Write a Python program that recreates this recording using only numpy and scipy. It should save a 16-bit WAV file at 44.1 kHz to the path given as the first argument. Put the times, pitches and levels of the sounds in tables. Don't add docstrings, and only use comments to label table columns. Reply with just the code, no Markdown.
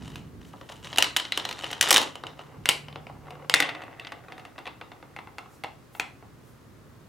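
import sys
import numpy as np
from scipy import signal
from scipy.fft import rfft, irfft
from scipy.io import wavfile
from scipy.ndimage import uniform_filter1d

SR = 44100
rng = np.random.default_rng(int(sys.argv[2]) if len(sys.argv) > 2 else 0)


def waveform_to_disk(signal):
    frames = np.transpose(np.atleast_2d(signal))
    scaled = np.clip(frames, -1, 1) * 32767
    samples = np.round(scaled).astype(np.int16)
    wavfile.write(sys.argv[1], SR, samples)


N = 312562
TIME = np.arange(N) / SR


def undb(db):
    return 10 ** (np.asarray(db) / 20)


def rms(x):
    return np.sqrt(np.mean(x ** 2, axis=-1, keepdims=True)) + 1e-12


def unit_onset(blows):
    return blows / rms(blows[:, :int(.006 * SR)])


def cut(x, hz, kind, order=3):
    return signal.sosfilt(signal.butter(order, np.minimum(hz, .45 * SR), kind, fs=SR, output="sos"), x)


def coloured(spectrum):
    hz, db = np.transpose(spectrum)
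    f = np.maximum(np.fft.rfftfreq(N, 1 / SR), 1)
    gain = undb(np.interp(np.log(f), np.log(hz), db))
    noise = irfft(rfft(rng.standard_normal(N)) * gain, N)
    return noise / rms(noise)


def stereo(mid, side):
    return np.array([mid + side, mid - side])


def swell(peak_s, length_s):
    return np.exp(-(2 * (TIME - peak_s) / length_s) ** 2)


def decay(t, t60):
    return np.exp(-np.log(1000) * t / t60)


def movements(rows, attack_s, release_db_per_s, build_db=0):
    envelope = 0
    for start, length, db in rows:
        age = TIME - start
        onset = np.clip(age / attack_s, 0, 1)
        to_go = np.clip(1 - age / length, 0, 1)
        since_end = np.maximum(age - length, 0)
        envelope += onset * undb(db - build_db * to_go - release_db_per_s * since_end)
    return envelope


def modal_rings(modes, count, scatter_db, detune, crack_db, crack_s, crack_hz):
    t = np.arange(SR // 12) / SR
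    hz, db, t60 = np.transpose(modes)
    size, shift, sign = rng.standard_normal((count, 3, len(hz))).transpose(1, 0, 2)
    weights = np.sign(sign) * undb(db + scatter_db * size)
    pitch = hz * (1 + detune * shift)
    body = sum(weights[:, [k]] * np.sin(2 * np.pi * pitch[:, [k]] * t) * decay(t, t60[k])
               for k in range(len(hz)))
    burst = rng.standard_normal((count, len(t))) * np.exp(-t / crack_s)
    crack = undb(crack_db) * cut(burst, crack_hz, "low", order=1)
    return cut(body + crack, 250, "high", order=4)


def impacts(hits, rings, thud_db, snap_db, spot_db, rebound_s, rebound_db, gain_db=0):
    thud_hz, snap_hz, medium_blow_db = 1400, 5000, -30
    thud_loss, snap_gain = .46, .2
    times, db, hardness_db, hollowness_db, spot_hz = np.transpose(hits)
    t = np.arange(rings.shape[1]) / SR
    lags = np.cumsum(rebound_s * rng.uniform(.4, 1.6, (len(times), 3)), axis=1)
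    shell = rings.copy()
    for k, row in enumerate(lags):
        for bounce, lag in enumerate(row, start=1):
            rebound = np.pad(rings[k - bounce], (int(lag * SR), 0))[:len(t)]
            shell[k] += undb(bounce * rebound_db) * rebound
    spot = np.sin(2 * np.pi * spot_hz[:, None] * t) * decay(t, t60=.012)
    middle = unit_onset(cut(shell, [thud_hz, snap_hz], "band", order=4))
    clack = unit_onset(middle + undb(spot_db) * unit_onset(spot))
    thud = unit_onset(cut(shell, thud_hz, "low", order=6))
    treble = cut(shell, snap_hz, "high", order=6)
    snap = unit_onset(cut(treble, 15100, "low", order=2))
    force_db = db - medium_blow_db
    thud *= undb(thud_db - thud_loss * force_db + hollowness_db)[:, None]
    snap *= undb(snap_db + snap_gain * force_db + hardness_db)[:, None]
    blows = (thud + clack + snap) * undb(db + gain_db)[:, None]
    out = np.zeros(N + len(t))
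    for start, blow in zip((times * SR).astype(int), blows):
        out[start:start + len(t)] += blow
    return out[:N]


def chatter(rings, per_s, grit_db, soft_hz):
    spurts = uniform_filter1d(rng.standard_normal(N), SR // 120)
    force = undb(grit_db * spurts / rms(spurts))
    out = 0
    for ring in rings:
        touches = rng.random(N) < per_s / len(rings) / SR
        out += signal.oaconvolve(touches * force * rng.exponential(size=N), ring)[:N]
    out = cut(out, soft_hz, "low", order=2)
    return out / rms(out)


# f/Hz, relative level/dB
AIR_SPECTRUM = [(18, -53), (30, -18.5), (48, -27.5), (81, -13.5), (112, -4.5), (194, -20), (273, -12),
                (569, -18.5), (616, -19.5), (780, -23), (1160, -20.5), (2750, -32), (11400, -41),
                (16000, -42)]
RUMBLE_SPECTRUM = [(18, -44.5), (30, -18.5), (54, -7), (135, -2), (172, -5.5), (225, -8.5), (258, -6.5),
                   (324, -15), (450, -16), (580, -42.5), (990, -120)]
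# peak t/s, length/s, relative level/dB
RUMBLE_SURGES = [(.02, 0.34, -48), (.35, 0.36, -51.5), (.9, 0.29, -57), (2.61, 0.11, -54),
                 (3.05, 0.63, -59), (1.6, 1.1, -62), (6.8, 1.2, -67.5)]


def background():
    air = stereo(coloured(AIR_SPECTRUM), .63 * coloured(AIR_SPECTRUM))
    air *= undb(-57) / rms(cut(air[0], 300, "high"))
    heave = undb(-61.5) + sum(undb(db) * swell(peak, length) for peak, length, db in RUMBLE_SURGES)
    rumble = undb(4) * heave * stereo(coloured(RUMBLE_SPECTRUM), .35 * coloured(RUMBLE_SPECTRUM))
    hum_hz = 146.6
    band = cut(rng.standard_normal(N), [hum_hz - 1.3, hum_hz + 1.3], "band", order=2)
    hum = undb(-51.5) * swell(peak_s=2.87, length_s=2.1) * band / rms(band)
    return air + (rumble + hum) * undb([[-.7], [.7]])


# f/Hz, level/dB, T60/s
GATE_RESONANCES = [(280, -16.5, .06), (530, -13, 0.036), (770, -9, 0.032), (993, -5, 0.023),
                   (1214, -4.5, 0.018), (1940, -1.5, .012), (2956, 3.5, .011), (3788, 0.5, 0.012),
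                   (5670, -5.5, .011), (6894, -8, .011), (8740, -7.5, .011)]
# t/s, relative level/dB, hardness/dB, hollowness/dB, struck spot f/Hz
GATE_IMPACTS = [(0.1573, -38, 2.5, -6.5, 2530), (0.5357, -63, 0, 10.5, 1500),
                (0.6119, -45.5, -4, 0.5, 1880), (0.6988, -47, 3, 3.5, 3700), (0.846, -42.5, 3, -10, 3750),
                (0.929, -34, -8, -2, 3300), (0.9599, -34, 1.5, -7.5, 3940), (0.9741, -29, 3, -7.5, 2780),
                (0.9841, -13.5, 1.5, 3, 2890), (1.0026, -35, 3.5, -9.5, 3100),
                (1.0243, -13.5, 0.5, -4.5, 3040), (1.0426, -26.5, -0.5, -12.5, 2950),
                (1.1643, -18.0, -2, -4, 3030), (1.1682, -21.5, 6, -13.5, 3910),
                (1.1986, -26.5, -3.5, -4, 3230), (1.252, -32, -20, -13.5, 3050),
                (1.3217, -21, -10.5, -12.5, 3930), (1.3749, -23, 1.5, 1.5, 3070),
                (1.3976, -31, -11, -15.5, 3720), (1.4517, -27.0, -1.5, -0.5, 4040),
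                (1.4899, -31.5, 1.0, -3, 4000), (1.5111, -32.5, -2.5, -0.5, 4070),
                (1.5271, -35, 2, -11.5, 3940), (1.5903, -39.5, 4.5, -6.5, 4300),
                (1.637, -37.5, -6, 3, 2740), (1.6423, -28, -8.5, -6, 2950), (1.7133, -37, 9.5, -0.5, 3000),
                (1.7299, -29, -3, -5.5, 3160), (1.8107, -15, 6.5, -11.5, 2880),
                (1.8264, -19.5, 4, -6, 3060), (1.859, -31, -2, -8.5, 2910),
                (1.8874, -36.5, 20.5, 7.5, 1510), (1.9066, -15.0, 8.5, 2.5, 3100),
                (1.9123, -18.5, 9.5, 10, 2490), (1.9276, -18.5, 11, -15.5, 4140),
                (1.9425, -19, 9.5, 1, 1980), (1.9503, -22.5, 0.5, -6.5, 3720),
                (1.9616, -12, -5.5, -3.5, 3750), (1.9689, -15, 1.5, -4, 3010),
                (1.9794, -19, 5.5, 7.5, 4200), (2.0154, -29.5, 6, 6, 3980), (2.0284, -31.5, 6, -3, 3830),
                (2.1553, -38, 2.5, 0.0, 3000), (2.237, -37.5, -8, 5, 1490), (2.2681, -35.0, -4, -6.5, 2940),
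                (2.392, -43.5, -5, 3.5, 2900)]
# start t/s, length/s, relative level/dB
KNOB_TWISTS = [(-.1, 0.27, -48), (.4, 0.3, -58.5), (.68, 0.05, -46), (.82, 0.19, -41), (1.18, 0.11, -48.5),
               (1.34, 0.27, -43.5), (1.6, .16, -39), (1.82, .17, -28.5), (2.37, 0.047, -53)]


def gate():
    rings = modal_rings(GATE_RESONANCES, len(GATE_IMPACTS), scatter_db=3, detune=.045,
                        crack_db=10, crack_s=.002, crack_hz=4500)
    rub = chatter(rings[:10], per_s=1100, grit_db=3, soft_hz=10000)
    jostle = chatter(rings[10:16], per_s=170, grit_db=.5, soft_hz=5006)
    effort = movements(KNOB_TWISTS, attack_s=.02, release_db_per_s=190)
    clicks = impacts(GATE_IMPACTS, rings, thud_db=-4.5, snap_db=-11.5, spot_db=-2,
                     rebound_s=.0018, rebound_db=-7, gain_db=-.26)
    return clicks + undb(-6.5) * effort * (rub + jostle)


# peak t/s, length/s, level/dB, centre f/Hz
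FINGER_BRUSHES = [(0.13, 0.17, -72, 9350), (0.482, 0.052, -62.5, 5600), (0.756, 0.45, -70, 9000),
                  (5.546, 0.1, -64.5, 7500), (5.964, 0.063, -55.5, 12400), (6.49, 0.12, -67, 9000)]


def fingers():
    out = 0
    for peak, length, db, hz in FINGER_BRUSHES:
        hiss = cut(rng.standard_normal(N), [hz / 1.6, hz * 1.6], "band", order=1)
        out += undb(db) * swell(peak, length) * hiss / rms(hiss)
    return out


# f/Hz, level/dB, T60/s
RAMP_RESONANCES = [(500, -8, .018), (750, -8, .03), (1053, -4.5, 0.018), (1320, -9, .022),
                   (2076, 2.5, 0.012), (2830, 5, 0.01), (3640, -3, .013), (4950, -4, .008),
                   (5750, -9.5, 0.0063), (8500, -2.5, 0.0088)]
# t/s, relative level/dB, hardness/dB, hollowness/dB, struck spot f/Hz
RAMP_IMPACTS = [(2.6568, -23, -3, -7, 2150), (2.6896, -13.5, 3, -0.5, 2980), (2.6962, -22.5, -3, -4, 3110),
                (2.8839, -42.5, -10, -3.0, 2990), (2.9273, -47.0, -13, -9.5, 2560),
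                (2.958, -41, -17, 4, 2940), (3.0683, -43.5, -11.5, -1.5, 2490),
                (3.0979, -62.5, 2.5, 11.5, 1500), (3.3063, -44.5, -1, -0.5, 2650),
                (3.4967, -22, 0, 1, 3190)]
# start t/s, length/s, level at the bottom/dB
RAMP_FLIGHTS = [(2.1, 0.45, -54), (2.8, 0.36, -58.5), (3.2, 0.22, -48.5)]


def ramp():
    rings = modal_rings(RAMP_RESONANCES, len(RAMP_IMPACTS), scatter_db=3, detune=.04,
                        crack_db=11, crack_s=.0009, crack_hz=6010)
    roll = chatter(rings[:3], per_s=2100, grit_db=4, soft_hz=1000)
    scrape = chatter(rings[4:8], per_s=900, grit_db=2, soft_hz=4180)
    speed = movements(RAMP_FLIGHTS, attack_s=.04, release_db_per_s=201, build_db=4)
    bend = undb(-52.5) * swell(peak_s=2.7, length_s=.097)
    knocks = impacts(RAMP_IMPACTS, rings, thud_db=-4.5, snap_db=-10.5, spot_db=-3.5,
                     rebound_s=.0024, rebound_db=-8, gain_db=.46)
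    return knocks + speed * roll + bend * scrape


# f/Hz, level/dB, T60/s
TRAY_RESONANCES = [(298, -18.5, 0.071), (500, -11.5, 0.024), (752, -9, 0.033), (897, -11, 0.023),
                   (1176, -8.5, 0.027), (1495, -5.5, 0.0088), (2000, 1, .013), (2664, -0.5, 0.014),
                   (3550, -0.5, 0.0083), (4370, -10.5, 0.0076), (6100, -18.5, .008), (8950, -9.5, 0.0086)]
# t/s, relative level/dB, hardness/dB, hollowness/dB, struck spot f/Hz
TRAY_IMPACTS = [(3.5399, -10.5, -2.5, -4, 2100), (3.6022, -16.5, -3.5, 0.5, 2000),
                (3.6244, -20, -11, -4.5, 2080), (3.6915, -29.5, -14, -1, 1960),
                (3.7501, -38.5, -12, 1.0, 2580), (3.8191, -42, -7.0, -1.5, 2240),
                (3.8365, -45, -5, 0, 2650), (3.9972, -36, -10, -16.5, 2670), (4.0149, -59, -11.0, 1, 1960),
                (4.0485, -40, -12, -14, 2000), (4.0701, -38, -9, -6, 2090), (4.1207, -37.5, -6.5, 2, 2200),
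                (4.2836, -48.5, -8, 0.5, 2090), (4.3216, -41, -8.5, -1.5, 2090),
                (4.3797, -46.5, -0.5, 0, 2070), (4.3958, -47, -3.0, -6, 1740),
                (4.4515, -44.5, -1.5, -1, 2610), (4.5807, -43, -6, 1.5, 2720),
                (4.5877, -43.5, -1, -0.5, 1510), (4.6558, -41.0, -11, -2, 2630),
                (4.6679, -38, -11, 0.5, 2700), (4.6747, -37, -9.0, -1.5, 2650), (4.8128, -41, -15, 1, 2230),
                (4.9175, -47.5, -11, 1, 2130), (5.0266, -51.5, -13.5, 2, 2120)]


def tray():
    landing_s, rest_s = 3.56, 5.62
    roll_fade_db_per_s, rattle_fade_db_per_s = 11, 68.5
    rings = modal_rings(TRAY_RESONANCES, len(TRAY_IMPACTS), scatter_db=3, detune=.041,
                        crack_db=4, crack_s=.0018, crack_hz=3740)
    moving = (TIME > landing_s) & (TIME < rest_s)
    age = np.maximum(TIME - landing_s, 0)
    roll = chatter(rings[:5], per_s=460, grit_db=4, soft_hz=1300)
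    roll *= undb(-47.5 - roll_fade_db_per_s * age)
    rattle = chatter(rings[6:12], per_s=400, grit_db=2.5, soft_hz=2400)
    rattle *= undb(-34 - rattle_fade_db_per_s * age)
    bounces = impacts(TRAY_IMPACTS, rings, thud_db=-5.5, snap_db=-10.5, spot_db=-4.5,
                      rebound_s=.0025, rebound_db=-5.5, gain_db=.6)
    return bounces + moving * (roll + rattle)


# f/Hz, level/dB, T60/s
RIM_RESONANCES = [(731, -14.5, 0.055), (810, -7, 0.029), (1057, -7, .021), (1316, -10, 0.036),
                  (2090, 6, 0.012), (2710, 5.5, 0.014), (2780, -26, 0.18), (3380, 1.5, 0.0092),
                  (4210, -3.5, 0.008)]
# t/s, relative level/dB, hardness/dB, hollowness/dB, struck spot f/Hz
RIM_IMPACTS = [(5.1638, -38.5, -6, -1.5, 2070), (5.1885, -40.5, -7, 2.5, 2060),
               (5.2723, -48, -10, 2.5, 2100), (5.3837, -35, -1, -1.5, 1340), (5.4587, -58.5, -2.5, 4, 1150),
               (5.6374, -33.5, -1.5, 1.5, 2714), (5.6447, -32.5, -16, -1, 795),
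               (5.9502, -45, -9, 0.5, 2180), (5.9977, -22.5, -2.5, -0.5, 2430),
               (6.2254, -62.5, -4, 4.5, 2260)]


def rim():
    rings = modal_rings(RIM_RESONANCES, len(RIM_IMPACTS), scatter_db=1, detune=.015,
                        crack_db=2, crack_s=.0022, crack_hz=2500)
    return impacts(RIM_IMPACTS, rings, thud_db=-5, snap_db=-11, spot_db=0,
                   rebound_s=.003, rebound_db=-6.5)


def toy():
    return gate() + ramp() + tray() + rim()


# delay t/s, level/dB, left minus right/dB
REFLECTIONS = [(.0013, -24, 8), (.0072, -20, 3), (0.02, -21.5, -1)]


def early_echoes(x):
    out = 0
    for delay, db, pan_db in REFLECTIONS:
        delayed = np.pad(x, (int(delay * SR), 0))[:N]
        out += undb([[db + pan_db / 2], [db - pan_db / 2]]) * delayed
    return out


# f/Hz, T60/s, relative level/dB, side-to-mid amplitude ratio
ROOM_BANDS = [(198, 0.49, -2.5, .35), (270, 0.43, 0, .35), (430, 0.37, 0, 0.7), (900, 0.28, 0, 0.6),
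              (1960, 0.33, -6.5, 0.7), (3270, 0.29, -4, 0.3), (5000, 0.27, -5, .28),
              (9006, 0.28, -7.5, .22), (15000, 0.15, -12, 0)]


def room(x, wet_db, build_s):
    t = np.arange(SR * 3 // 4) / SR
    hz, *columns = np.transpose(ROOM_BANDS)
    edges_hz = np.geomspace(100, 17000, 16)
    response = np.zeros((2, len(t)))
    for lo, hi in zip(edges_hz, edges_hz[1:]):
        t60, db, width = (np.interp(np.log(lo * hi) / 2, np.log(hz), column) for column in columns)
        mid, side = cut(rng.standard_normal((2, len(t))), [lo, hi], "band")
        response += undb(db + wet_db) * stereo(mid, width * side) * decay(t, t60)
    response *= 1 - np.exp(-t / build_s)
    return signal.oaconvolve(x[None], response, axes=1)[:, :N]


def scene():
    front = toy() + fingers()
    reverberation = sum(room(toy(), wet_db=-35, build_s=.004) for _ in range(2))
    return (front + early_echoes(front) + reverberation) * undb([[.25], [-.25]]) + background()


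def record(dry):
    x = cut(dry, 38, "high", order=2)
    rounded = x / (1 + np.abs(x / 1.05) ** 6) ** (1 / 6)
    return signal.sosfilt(signal.ellip(10, .2, 80, 15850, fs=SR, output="sos"), rounded)


dry = scene()
out = record(dry)
waveform_to_disk(out)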